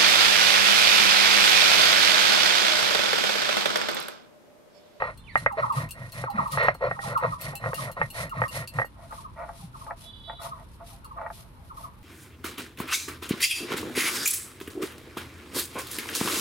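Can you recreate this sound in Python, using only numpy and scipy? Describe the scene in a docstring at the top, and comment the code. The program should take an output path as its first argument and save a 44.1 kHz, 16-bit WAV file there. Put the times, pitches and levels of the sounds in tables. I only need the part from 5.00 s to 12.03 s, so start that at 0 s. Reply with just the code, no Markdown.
"""A stone roller grinds seeds on a pitted slab outdoors, to and fro; close by, then, after a cut, a few metres off.
Tiny slips, bumps and blows ring the stones' modes, so they grate, rumble and knock.
Clouds of tiny cracks make the hiss of the crushed seeds; bangles clink as damped metal modes.
Two birds call in falling pure notes, small birds whistle, and a far vehicle hoots twice in a few
fluttering partials, over shaped noise for the open air."""
import sys
import numpy as np
from scipy import signal
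from scipy.fft import rfft, irfft
from scipy.io import wavfile
from scipy.ndimage import uniform_filter1d

SR = 44100
rng = np.random.default_rng(int(sys.argv[2]) if len(sys.argv) > 2 else 0)


def digitize_waveform(pressure):
    """Quantize a signal to 16-bit integers and store it at the path in sys.argv[1].

    Rows of a 2-D input are taken as channels; values are limited to [-1, 1].
    """
    field = np.atleast_2d(pressure).T
    bounded = np.clip(field, -1, 1)
    quanta = np.round(bounded * 32767).astype(np.int16)
    wavfile.write(sys.argv[1], SR, quanta)


N = 310023
TIME = np.arange(N) / SR
CUT_S = 3.89   # the scene cuts to a view from a few metres off


# the roller is pushed away lightly and pulled back through the seeds:
# [way, start t/s, length t/s, grating level/dB, rumble level/dB, seed hiss level/dB]
STROKES = [("push", -0.1, 0.27, -45, -48.5, -72), ("pull", 0.32, .2, -53, -38.5, -55),
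           ("push", 0.522, 0.21, -49, -38, -62.5), ("pull", 0.707, 0.2, -45.5, -31, -48),
           ("push", 0.907, 0.23, -51.5, -37, -62), ("pull", 1.106, 0.2, -47.5, -35, -51.5),
           ("push", 1.286, 0.23, -47.5, -35.5, -60.5), ("pull", 1.492, 0.13, -49, -31.5, -45),
           ("pull", 1.565, 0.21, -47, -37.5, -60), ("push", 1.76, 0.25, -50.5, -36.5, -66),
           ("pull", 1.975, 0.22, -50, -34.5, -47), ("push", 2.165, 0.21, -47, -32, -60),
           ("pull", 2.368, 0.22, -46.5, -36, -47), ("push", 2.57, 0.18, -49, -31, -57.5),
           ("pull", 2.721, 0.23, -46.5, -35, -46), ("push", 2.94, 0.17, -49.5, -33.5, -61.5),
           ("pull", 3.119, 0.2, -42, -36, -44.5), ("push", 3.314, 0.17, -46.5, -28.5, -58),
           ("pull", 3.491, 0.19, -42.5, -35, -43), ("push", 3.71, 0.13, -49.5, -29, -57),
           ("push", 3.939, 0.19, -55.5, -52, -66), ("pull", 4.08, 0.24, -65, -54, -56.5),
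           ("push", 4.32, 0.32, -56, -71, -66.5), ("pull", 4.515, 0.24, -70, -47, -59),
           ("push", 4.783, 0.13, -62, -67, -64), ("pull", 4.94, 0.22, -64, -61, -58.5),
           ("push", 4.7, 0.17, -67, -55, -59), ("pull", 5.383, 0.18, -61, -49, -51),
           ("push", 5.645, 0.13, -78, -63, -68.5), ("pull", 5.81, 0.24, -63.5, -55, -58.5),
           ("push", 5.5, .172, -56, -56, -70), ("pull", 6.285, .23, -63.5, -60, -56.5),
           ("push", 6.579, 0.14, -67, -67, -71), ("pull", 6.721, 0.23, -59, -53.5, -59),
           ("push", 6.97, 0.18, -84, -57, -78)]
# the roller catches on bare stone and chatters: [start t/s, length t/s, judder level/dB, rasp level/dB]
CATCHES = [(-.012, 0.13, -33, -45.5), (0.571, .042, -25, -38), (1.573, .15, -30, -31),
           (1.807, 0.086, -25, -40.5), (2.07, 0.095, -34.5, -44.5), (2.222, 0.054, -28, -45),
           (2.626, 0.091, -35.5, -52), (2.861, 0.059, -42.5, -64), (2.965, 0.067, -38, -47),
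           (4.104, 0.078, -51, -63), (4.36, 0.11, -42, -53), (4.47, 0.029, -47, -59),
           (4.884, 0.059, -44, -66), (5.272, 0.078, -46, -59), (5.389, 0.11, -45, -57),
           (5.79, .07, -51.5, -71), (6.158, 0.16, -44.5, -57.5)]
# arch of the grating for push and pull: [share of the stroke at which it peaks, steepness]
GRATE_SWELL = {"push": (.48, 2.07), "pull": (0.49, 1.72)}
# arch of a catch: [share of the catch at which it peaks, steepness]
CATCH_SWELL = (0.42, .8)
# modes of the slab: [f/Hz, level/dB, decay by 60 dB t/s]
SLAB_MODES = [(546, 7, 0.021), (672, 4.5, 0.037), (882, -2.5, 0.03), (1046, 6, 0.015), (1315, 7, 0.012),
              (1448, -1, 0.029)]
# modes of the roller: [f/Hz, level/dB, decay by 60 dB t/s]
ROLLER_MODES = [(1880, 2.5, 0.055), (2073, -6, 0.07), (2227, -2, 0.0089), (2700, -12, 0.012),
                (3670, -34, 0.14), (4250, -9.5, 0.0087), (5570, -21.5, 0.015)]
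# dry crunch of grit between the stones: [f/Hz, level/dB per Hz]
GRIT_COLOUR = [(300, -62), (600, -14), (850, 0), (1400, -1.5), (1650, -4), (2200, 4), (2650, -9),
               (3300, -24), (4250, -13.5), (5200, -42), (9000, -61)]
PITS_PER_S, PIT_DB = 30, 2   # the pitted slab makes the grating uneven
STROKE_RASP_DB, FAR_RASP_DB = 1, -10.5   # rasp against grating; its change from a few metres off
RING_DB, GRIT_DB = 1, -1.5   # the roller's ring and the grit within the rasp


def grating():
    """Tiny slips ring both stones: coarse ones shake the slab, fine ones make the roller rasp."""
    judder_moves = [(s, length, db, GRATE_SWELL[way]) for way, s, length, db, _, _ in STROKES]
    judder_moves += [(s, length, db, CATCH_SWELL) for s, length, db, _ in CATCHES]
    rasp_moves = [(s, length, db + STROKE_RASP_DB + FAR_RASP_DB * (s > CUT_S), GRATE_SWELL[way])
                  for way, s, length, db, _, _ in STROKES]
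    rasp_moves += [(s, length, db, CATCH_SWELL) for s, length, _, db in CATCHES]
    pits_db = PIT_DB * drift(PITS_PER_S)
    judder_db = pits_db + swells(judder_moves)
    rasp_db = pits_db + swells(rasp_moves)

    coarse = grains(650, spread_db=0)
    fine = grains(3500, spread_db=-0.5)
    judder = even(butter(ring(coarse, SLAB_MODES), 393, "high", order=5), 0.078)
    # pressed hard, the roller chatters at the lowest modes of the slab
    chatter = even(butter(ring(coarse, SLAB_MODES[:2]), [450, 720], "band"), 0.039)
    pressed = np.clip((judder_db + 41.5) / 16, 0, 1)
    slab = from_db(judder_db + 3) * (1 - 0.56 * pressed) * judder
    slab = slab + from_db(judder_db + 2) * pressed * chatter

    rasp = even(butter(ring(fine + coarse, ROLLER_MODES), 1180, "high"), 0.036)
    grit_gain = from_db(at_hz(GRIT_COLOUR, np.fft.rfftfreq(N, 1 / SR)))
    grit = irfft(rfft(grains(2500, spread_db=3.5)) * grit_gain, N)
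    return slab + from_db(rasp_db) * (from_db(RING_DB) * rasp + from_db(GRIT_DB) * grit / rms(grit))


# arch of the rumble for push and pull: [share of the stroke at which it peaks, steepness]
RUMBLE_SWELL = {"push": (.54, 3.2), "pull": (0.54, 1.87)}
# the slab groans as it shifts on its bed: [middle t/s, f/Hz, level/dB]
GROANS = [(.776, 132, -17.5), (1.355, 210, -28), (1.393, 190, -33.5), (1.424, 205, -38),
          (4.645, 173, -37.5)]


def rumble():
    """Bumps over the pits rock the heavy slab on its bed; now and then it slips with a short groan."""
    rocking_modes = [(123.8, -0.5, 0.064), (177, -10.5, 0.013), (251, -14.5, 0.025)]   # f/Hz, level/dB, t/s
    rock = ring(grains(400, spread_db=1.5), rocking_modes)
    level_db = swells([(s, length, db, RUMBLE_SWELL[way]) for way, s, length, _, db, _ in STROKES])
    out = from_db(level_db + 0.5) * even(butter(rock, [85, 260], "band"), 0.03)
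    t = TIME[:SR // 5] - 1 / 10
    for s, hz, db in GROANS:
        groan = np.exp(-(t / 0.011) ** 2) * np.sin(2 * np.pi * (hz * t + rng.random()))
        add(out, s - 1 / 10, from_db(db + 0.5) * groan)
    return butter(out, 104, "high", order=4)


# the roller knocks on the slab: [t/s, blow level/dB, ring of the roller level/dB against the contact]
KNOCKS = [(0.02, -14, -1), (0.355, -7.5, 8.5), (0.461, -6.5, 5.5), (1.238, -21, -20), (1.573, -13.5, -4),
          (1.683, -5.5, 3.5), (1.749, -32, -25), (1.911, -17, 2), (1.99, -24.5, 5), (2.235, -20, -15),
          (2.532, -33, -24), (2.639, -22.5, -1), (2.659, -19.5, -7), (2.731, -20, -2.5), (3.014, -11.5, 5),
          (3.417, -12, 0.0), (3.437, -18.5, 9), (3.786, -14.5, 5.5), (3.796, -16.5, -1), (3.816, -18, 10.5),
          (3.844, -29, -2), (4.123, -28, -15), (4.375, -47, -7), (4.49, -29.5, -14), (4.865, -32.5, -16),
          (4.907, -22, -3), (5.296, -26, -1), (6.184, -29, -12), (6.214, -26.5, -23), (6.262, -24, -1),
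          (6.301, -26, -15)]
CONTACT_S = 0.00016   # half-width of the force of a blow at 0 dB
CONTACT_DELAY_S = 0.001393   # from the first touch to the peak of the force
BLUNTING = 0.087   # weak blows last longer, by this power of their strength
REBOUND_S, REBOUND = 0.002294, 0.33   # typical delay, varied with each blow; strength
KNOCK_DB, KNOCK_SLAB_DB, KNOCK_RING_DB = 3, -6.5, -8.5   # all knocks; slab and roller against the contact


def knocks():
    """A blunt contact, a rebound a few milliseconds later and a short rattle; hard blows are brighter."""
    out, t = np.zeros(N), TIME[:SR // 6]
    for s, blow_db, ring_db in KNOCKS:
        touches = 0.037 * rng.standard_normal(len(t)) * np.exp(-t / 0.0065)
        touches[0] += 1
        touches[int(SR * REBOUND_S * rng.uniform(.8, 1.4))] += REBOUND
        width_s = CONTACT_S * from_db(blow_db) ** -BLUNTING
        contact = np.exp(-((t[t < 10 * CONTACT_DELAY_S] - CONTACT_DELAY_S) / width_s) ** 2)
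        force = signal.lfilter(contact, [1], touches)
        thud = peak_one(butter(butter(force, 597, "high", order=3), 2580, "low", order=4))
        slab = peak_one(butter(ring(force, SLAB_MODES), 456, "high", order=4))
        roller = peak_one(ring(force, ROLLER_MODES))
        sound = thud + from_db(KNOCK_SLAB_DB) * slab + from_db(ring_db + KNOCK_RING_DB) * roller
        add(out, s, from_db(blow_db + KNOCK_DB) * peak_one(sound))
    return out


# close by, the stones lie off to the left: [f/Hz, phase lead of the left in radians]
STONE_PHASE = [(20, 0), (500, 0.36), (1000, 1.04), (1450, 1.5), (1950, 2.5), (2400, 4), (2700, 4.5),
               (4300, 7.5)]
# the roller's main mode rings from its right end: [f/Hz, left minus right level/dB]
STONE_LEAN = [(500, 1), (1450, 1), (1900, -5.5), (2150, -6.5), (2450, 5.5), (4300, 1)]


def near_stones(x):
    """Close by, the stones reach the left microphone first, with a little echo from the yard."""
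    hz = np.fft.rfftfreq(N, 1 / SR)
    ears = np.array([[.5], [-.5]])
    lean = from_db(ears * at_hz(STONE_LEAN, hz))
    lead = np.exp(1j * ears * at_hz(STONE_PHASE, hz))
    direct = irfft(rfft(x) * lean * lead, N)
    return from_db(1.5) * direct + from_db(-10.5) * scatter(x, t60=0.1, gap_s=0.0042)


def distant_stones(x):
    """From a few metres the stones lie almost straight ahead, thinner, with a hollow ring and more echo."""
    x = butter(butter(x, 603, "high", order=4), 3200, "low")
    x = x + butter(x, [720, 900], "band", order=1)
    direct = pair(x, lag_s=0, lean_db=0.5)
    return from_db(-2.5) * direct + from_db(-3) * scatter(x, t60=0.056, gap_s=0.0028)


# arch of the hiss; a pull meets the seeds early, a push late: [share of the stroke at its peak, steepness]
HISS_SWELL = {"push": (0.71, 0.66), "pull": (0.38, 3.17)}
# spectrum of the cracking seeds: [f/Hz, level/dB per Hz]
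SEED_COLOUR = [(1410, -8), (2400, -0.5), (2750, -1.5), (3140, -2), (4250, -1.5), (4680, -5), (5140, -4),
               (7470, -10.5), (10300, -0.5), (11700, -12.5), (14700, -24.5), (15600, -30), (16000, -57)]
# lean of the hiss: [f/Hz, left minus right level/dB]
SEED_LEAN = [(2500, 3), (4000, -2.5), (6000, -0.5), (8000, -6.5), (10000, 6), (12000, 5.5), (15000, 5)]
# treble of the hiss, dull at first, brightest in the far view: [t/s, level/dB]
HISS_TREBLE = [(0, -9), (.8, 5), (1.5, 2), (3.8, 6), (4.5, 5), (7, 11)]
RESTING_HISS_DB = -74   # loose meal, between strokes


def seeds():
    """Thousands of tiny cracks a second merge into a hiss; a few larger seeds snap out of it."""
    hz = np.fft.rfftfreq(N, 1 / SR)
    small_and_large = 0.3 * grains(3700, spread_db=2) + 1.1 * grains(160, spread_db=4)
    shared = pair(small_and_large, lag_s=0.000223, lean_db=-3)
    cracks = shared + np.array([grains(6000, spread_db=3) for ear in range(2)])
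    colour = from_db(at_hz(SEED_COLOUR, hz) + at_hz(SEED_LEAN, hz) * np.array([[.5], [-.5]]))
    spectrum = rfft(cracks) * colour
    treble = np.clip((hz - 10500) / 1500, 0, 1)
    hiss = irfft(spectrum * (1 - treble), N) + from_db(in_time(HISS_TREBLE)[0]) * irfft(spectrum * treble, N)
    hiss = butter(hiss, 2680, "high")
    crushing = from_db(swells([(s, length, db, HISS_SWELL[way]) for way, s, length, _, _, db in STROKES]))
    level = np.hypot(crushing, from_db(RESTING_HISS_DB))
    return hiss / rms(hiss.mean(0)) * level * from_db(3 + 1.85 * drift(110))


# bangles touch: [t/s, level/dB]
CLINKS = [(0.175, -42.5), (0.3754, -34.5), (0.523, -44.5), (0.7244, -37), (0.8898, -37.5), (0.9085, -27.5),
          (1.1209, -34.5), (1.3024, -36), (1.476, -40), (1.5202, -29), (1.6317, -40), (1.7437, -41),
          (2.176, -31), (2.413, -27.5), (2.5541, -25.5), (2.744, -25), (2.9155, -34.5), (3.1029, -33),
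          (3.295, -37), (3.481, -35), (3.675, -29), (3.7387, -40.5), (3.85, -44), (4.109, -47),
          (5.419, -39), (6.046, -40)]
# modes of a freely ringing bangle: [f/Hz, level/dB, decay by 60 dB t/s]
BANGLE_MODES = [(2702, 5, 0.057), (2873, -8.5, 0.14), (4175, -7, 0.15), (4390, 4, 0.019),
                (7750, -7.5, 0.049), (8140, -6.5, 0.099), (8800, -4.5, 0.019), (9420, -2.5, 0.046),
                (10900, 9.5, 0.0082), (11830, 8, 0.0057), (12470, -6, 0.083), (12300, -17, 0.027),
                (14320, -13, 0.0071)]


def bangles():
    """Each touch is a tick and a brief chatter; the wrist damps and detunes the modes anew each time."""
    out, t = np.zeros((2, N)), TIME[:SR // 6]
    for s, clink_db in CLINKS:
        chatter = rng.standard_normal(len(t)) * (rng.random(len(t)) < 1500 / SR)
        force = 0.61 * chatter * np.exp(-t / 0.0079)
        force[0] += 1
        detune = rng.normal(1, 0.018, len(BANGLE_MODES))
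        damping = rng.uniform(0.18, 0.99)
        for ear, lean_db in zip(out, (2.5, -1)):
            modes = [(hz * d, db + 4 * rng.standard_normal(), t60 * damping)
                     for d, (hz, db, t60) in zip(detune, BANGLE_MODES)]
            tick = peak_one(butter(force, 4600, "high"))
            sound = from_db(-3) * peak_one(ring(force, modes)) + tick
            add(ear, s, from_db(clink_db + lean_db + 2.5) * peak_one(sound))
    return butter(out + scatter(out.mean(0), t60=0.076, gap_s=0.0038), 2600, "high")


# a bird whoops in threes: [first note t/s, spacing t/s, first, second and third note level/dB]
WHOOPS = [(.637, 0.071, -16.5, -16.5, -25.5), (1.392, 0.072, -15.5, -22.5, -26),
          (2.166, 0.082, -15.5, -20, -24.5), (2.655, .067, -43, -31, -26.5),
          (3.326, 0.065, -27.5, -28.5, -27.5), (4.117, 0.069, -35.5, -35, -34),
          (4.752, .067, -37, -36.5, -33.5), (5.398, 0.064, -39, -32.5, -30.5),
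          (6.053, 0.064, -39, -35, -31), (6.712, .068, -36, -33.5, -32)]
# its three notes, before a slight random detuning: [start f/Hz, end f/Hz, swell t/s]
WHOOP_NOTES = [(1469, 850, 0.011), (1362, 897, 0.0086), (1347, 980, 0.011)]
# a second bird slurs down to a held note: [middle of the fall t/s, level/dB]
SLURS = [(0.509, -27.5), (1.276, -25), (1.352, -35.5), (1.966, -34.5), (2.036, -29), (2.527, -39),
         (3.095, -54), (3.96, -52.5), (4.603, -47.5), (5.91, -48.5), (6.57, -52)]


def birds():
    """Two low-voiced birds glide downwards; in each triplet the notes fall less and less."""
    out = np.zeros(N)
    for s, spacing_s, *levels in WHOOPS:
        for k, (db, (start_hz, end_hz, swell_s)) in enumerate(zip(levels, WHOOP_NOTES)):
            note = slur(start_hz, end_hz, 0.01203, swell_s, held_db=-12.5, held_s=0.026)
            add(out, s + k * spacing_s - 1 / 10, from_db(db - 4.5) * note)
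    for s, db in SLURS:
        note = slur(1400, 802.5, glide_s=0.0114, swell_s=0.015, held_db=1, held_s=0.026)
        add(out, s - 1 / 10, from_db(db - 7) * note)
    return out


def slur(start_hz, end_hz, glide_s, swell_s, held_db, held_s):
    """A pure note, 0.2 s with its fall in the middle: it swells as it falls, then holds the low pitch."""
    t = TIME[:SR // 5] - 1 / 10
    hz = end_hz + (start_hz - end_hz) * (1 - np.tanh(t / glide_s)) / 2
    level = np.exp(-(t / swell_s) ** 2) + from_db(held_db) * np.exp(-(2 * (t - held_s) / held_s) ** 2)
    return np.sqrt(2) * level * np.sin(2 * np.pi * np.cumsum(hz * rng.normal(1, 0.01084)) / SR)


# a thin whistle falls: [t/s, f/Hz, level/dB]
FALLING_WHISTLE = [(.24, 3090, -59), (.265, 3050, -59), (.28, 2440, -47.5), (.30, 2040, -45),
                   (.325, 1760, -53), (.35, 1760, -58)]
# a second whistle rises and arches over it: [t/s, f/Hz, level/dB]
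ARCHING_WHISTLE = [(.18, 3320, -67), (.21, 3630, -60), (.235, 3500, -69), (.28, 3430, -65),
                   (.295, 4250, -57), (.31, 4600, -57), (.322, 4030, -64), (.35, 3580, -57)]
# the horn's two hoots: [t/s, level/dB]
HORN = [(5.02, -68), (5.06, -53.5), (5.19, -53.5), (5.215, -91), (5.24, -50.5), (5.31, -54.5),
        (5.39, -57.5), (5.45, -81)]
# the horn's partials: [multiple of the fundamental, level/dB]
HORN_PARTIALS = [(7, -14), (8, 2), (9, -4.5), (10, -22), (11, -20)]


def far_sounds():
    """Small birds whistle; a buzzing horn carries only its strongest partials this far."""
    phase = 2 * np.pi * np.cumsum(430 * (1 + 0.0086 * drift(140))) / SR   # fluttering fundamental
    horn = sum(from_db(db + 2.7 * drift(25)) * np.sin(k * phase) for k, db in HORN_PARTIALS)
    horn = horn * from_db(in_time(HORN)[0]) * (TIME > HORN[0][0]) * (TIME < HORN[-1][0])
    whistles = whistle(FALLING_WHISTLE) + whistle(ARCHING_WHISTLE)
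    direct = pair(0.77 * whistles + 1.06 * horn, lag_s=0, lean_db=-14)
    return direct + from_db(3) * scatter(0.66 * whistles + horn, t60=0.51, gap_s=0.0047)


def whistle(rows):
    """A pure tone that follows a line of pitch and level."""
    hz, db = in_time(rows)
    tone = np.sin(2 * np.pi * np.cumsum(hz) / SR)
    return from_db(db) * tone * (TIME > rows[0][0]) * (TIME < rows[-1][0])


# spectrum of the outdoor air: [f/Hz, level/dB per Hz]
YARD_COLOUR = [(15, -55), (26, -5.5), (50, 2.5), (94, -1.5), (206, -9.5), (405, -20), (575, -21.5),
               (754, -29), (863, -16.5), (1100, -20), (1560, -27), (4250, -36.5), (6920, -68.5),
               (10400, -54), (14400, -53), (16000, -83)]
# left-right likeness of the air: [f/Hz, coherence from 0 to 1]
YARD_LIKENESS = [(30, 0.5), (100, 0.95), (300, 0.6), (700, 0.4), (1200, 0), (4000, 0)]


def yard():
    """Steady outdoor air as shaped noise, most alike at both ears in the bass."""
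    hz = np.fft.rfftfreq(N, 1 / SR)
    mid, side = rfft(rng.standard_normal((2, N))) * from_db(at_hz(YARD_COLOUR, hz))
    alike = np.clip(at_hz(YARD_LIKENESS, hz), -1, 1)
    air = irfft(np.sqrt(1 + alike) * mid + np.sqrt(1 - alike) * side * [[1], [-1]], N)
    return from_db(-49) * air / rms(air.mean(0))


def scatter(x, t60, gap_s):
    """Diffuse echoes from fence, ground and leaves, different at each ear."""
    t = TIME[:SR // 2]
    tail = rng.standard_normal((2, len(t))) * np.exp(-np.log(1000) * t / t60) * (t > gap_s)
    return signal.fftconvolve(x[None], tail / np.sqrt(np.sum(tail ** 2) / 2), axes=1)[:, :N]


def pair(x, lag_s, lean_db):
    """Two microphones: the left one leads by the lag and is louder by the lean."""
    left = late(x, -lag_s / 2) * from_db(lean_db / 2)
    right = late(x, lag_s / 2) * from_db(-lean_db / 2)
    return np.array([left, right])


def late(x, s):
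    """The sound delayed."""
    return np.interp(TIME - s, TIME, x, left=0)


def swells(moves):
    """Level in dB of moves (start s, length s, dB, (peak share, steepness)), each an arch from rest to rest."""
    power = np.zeros(N)
    for s, length_s, db, (peak_share, steepness) in moves:
        during = slice(*np.searchsorted(TIME, [s, s + length_s]))
        # time is warped so that the arch peaks at its share of the move
        along = ((TIME[during] - s) / length_s) ** (np.log(.5) / np.log(peak_share))
        power[during] += (from_db(db) * np.abs(np.sin(np.pi * along)) ** steepness) ** 2
    return 10 * np.log10(power + 1e-14)


def grains(per_s, spread_db):
    """Random clicks of uneven size and sign."""
    clicks = rng.random(N) < per_s / SR
    size = from_db(spread_db * np.minimum(rng.exponential(1, N), 4))
    return clicks * size * rng.choice([-1, 1], N)


def ring(force, modes):
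    """Sum of the damped modes that a force sets ringing."""
    out = 0
    for k, (hz, db, t60) in enumerate(modes):
        r, w = np.exp(-np.log(1000) / (t60 * SR)), 2 * np.pi * hz / SR
        mode = signal.lfilter([0, np.sin(w)], [1, -2 * r * np.cos(w), r * r], force + 1e-18)
        out = out + (-1) ** k * from_db(db) * mode
    return out


def even(x, window_s):
    """Holds the short-term level of a vibration at 1."""
    return x / np.sqrt(np.abs(uniform_filter1d(x ** 2, max(int(window_s * SR), 2))) + 1e-14)


def drift(rate):
    """Slow chance with a spread of about 1, by straight lines between random knots, rate per second."""
    knots = rng.standard_normal(4000)
    return np.interp(TIME * rate, np.arange(len(knots)), knots)


def butter(x, hz, kind, order=2):
    """Causal low-, high- or band-pass."""
    return signal.sosfilt(signal.butter(order, hz, kind, fs=SR, output="sos"), x + 1e-18)


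def at_hz(points, hz):
    """A spectrum read on a log-frequency axis."""
    return np.interp(np.log(hz + 1), np.log(np.array(points)[:, 0]), np.array(points)[:, 1])


def in_time(rows):
    """Each column of a curve at every sample."""
    s, *columns = np.transpose(rows)
    return [np.interp(TIME, s, c) for c in columns]


def add(track, s, sound):
    """Mixes a short sound in at a time."""
    i = max(round(s * SR), 0)
    track[i:i + len(sound)] += sound[:N - i]


def peak_one(x):
    """Scaled to a peak of 1."""
    return x / np.abs(x).max()


def rms(x):
    """Root mean square."""
    return np.sqrt(np.mean(x ** 2) + 1e-20)


def from_db(db):
    """Decibels to gain."""
    return 10 ** (np.asarray(db) / 20)


def scene():
    """The scene cuts to a view from a few metres off: thinner stones, and birds from the other side."""
    far = np.clip((TIME - CUT_S) * 20, 0, 1)
    stones, calls = grating() + knocks(), birds()
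    work = near_stones(stones * (1 - far)) + distant_stones(stones * far)
    # the rumble reaches the left microphone first
    work = work + pair(rumble(), lag_s=0.0002, lean_db=0.6) + seeds() + bangles()
    song = pair(calls * (1 - far), lag_s=0.00031, lean_db=-1)
    song = song + pair(calls * far, lag_s=-0.00032, lean_db=0.5)
    # one clear echo from the right, then the yard's tail
    song = song + from_db(-9) * pair(late(calls, 0.0065), lag_s=-0.00013, lean_db=-10)
    song = song + from_db(-5) * scatter(calls, t60=0.28, gap_s=0.01)
    return work + song + far_sounds() + yard()


def record(dry):
    """The top is cut steeply above 16 kHz."""
    return signal.sosfiltfilt(signal.ellip(10, .05, 70, 16000, fs=SR, output="sos"), dry)


dry = scene()
out = record(dry)
digitize_waveform(out)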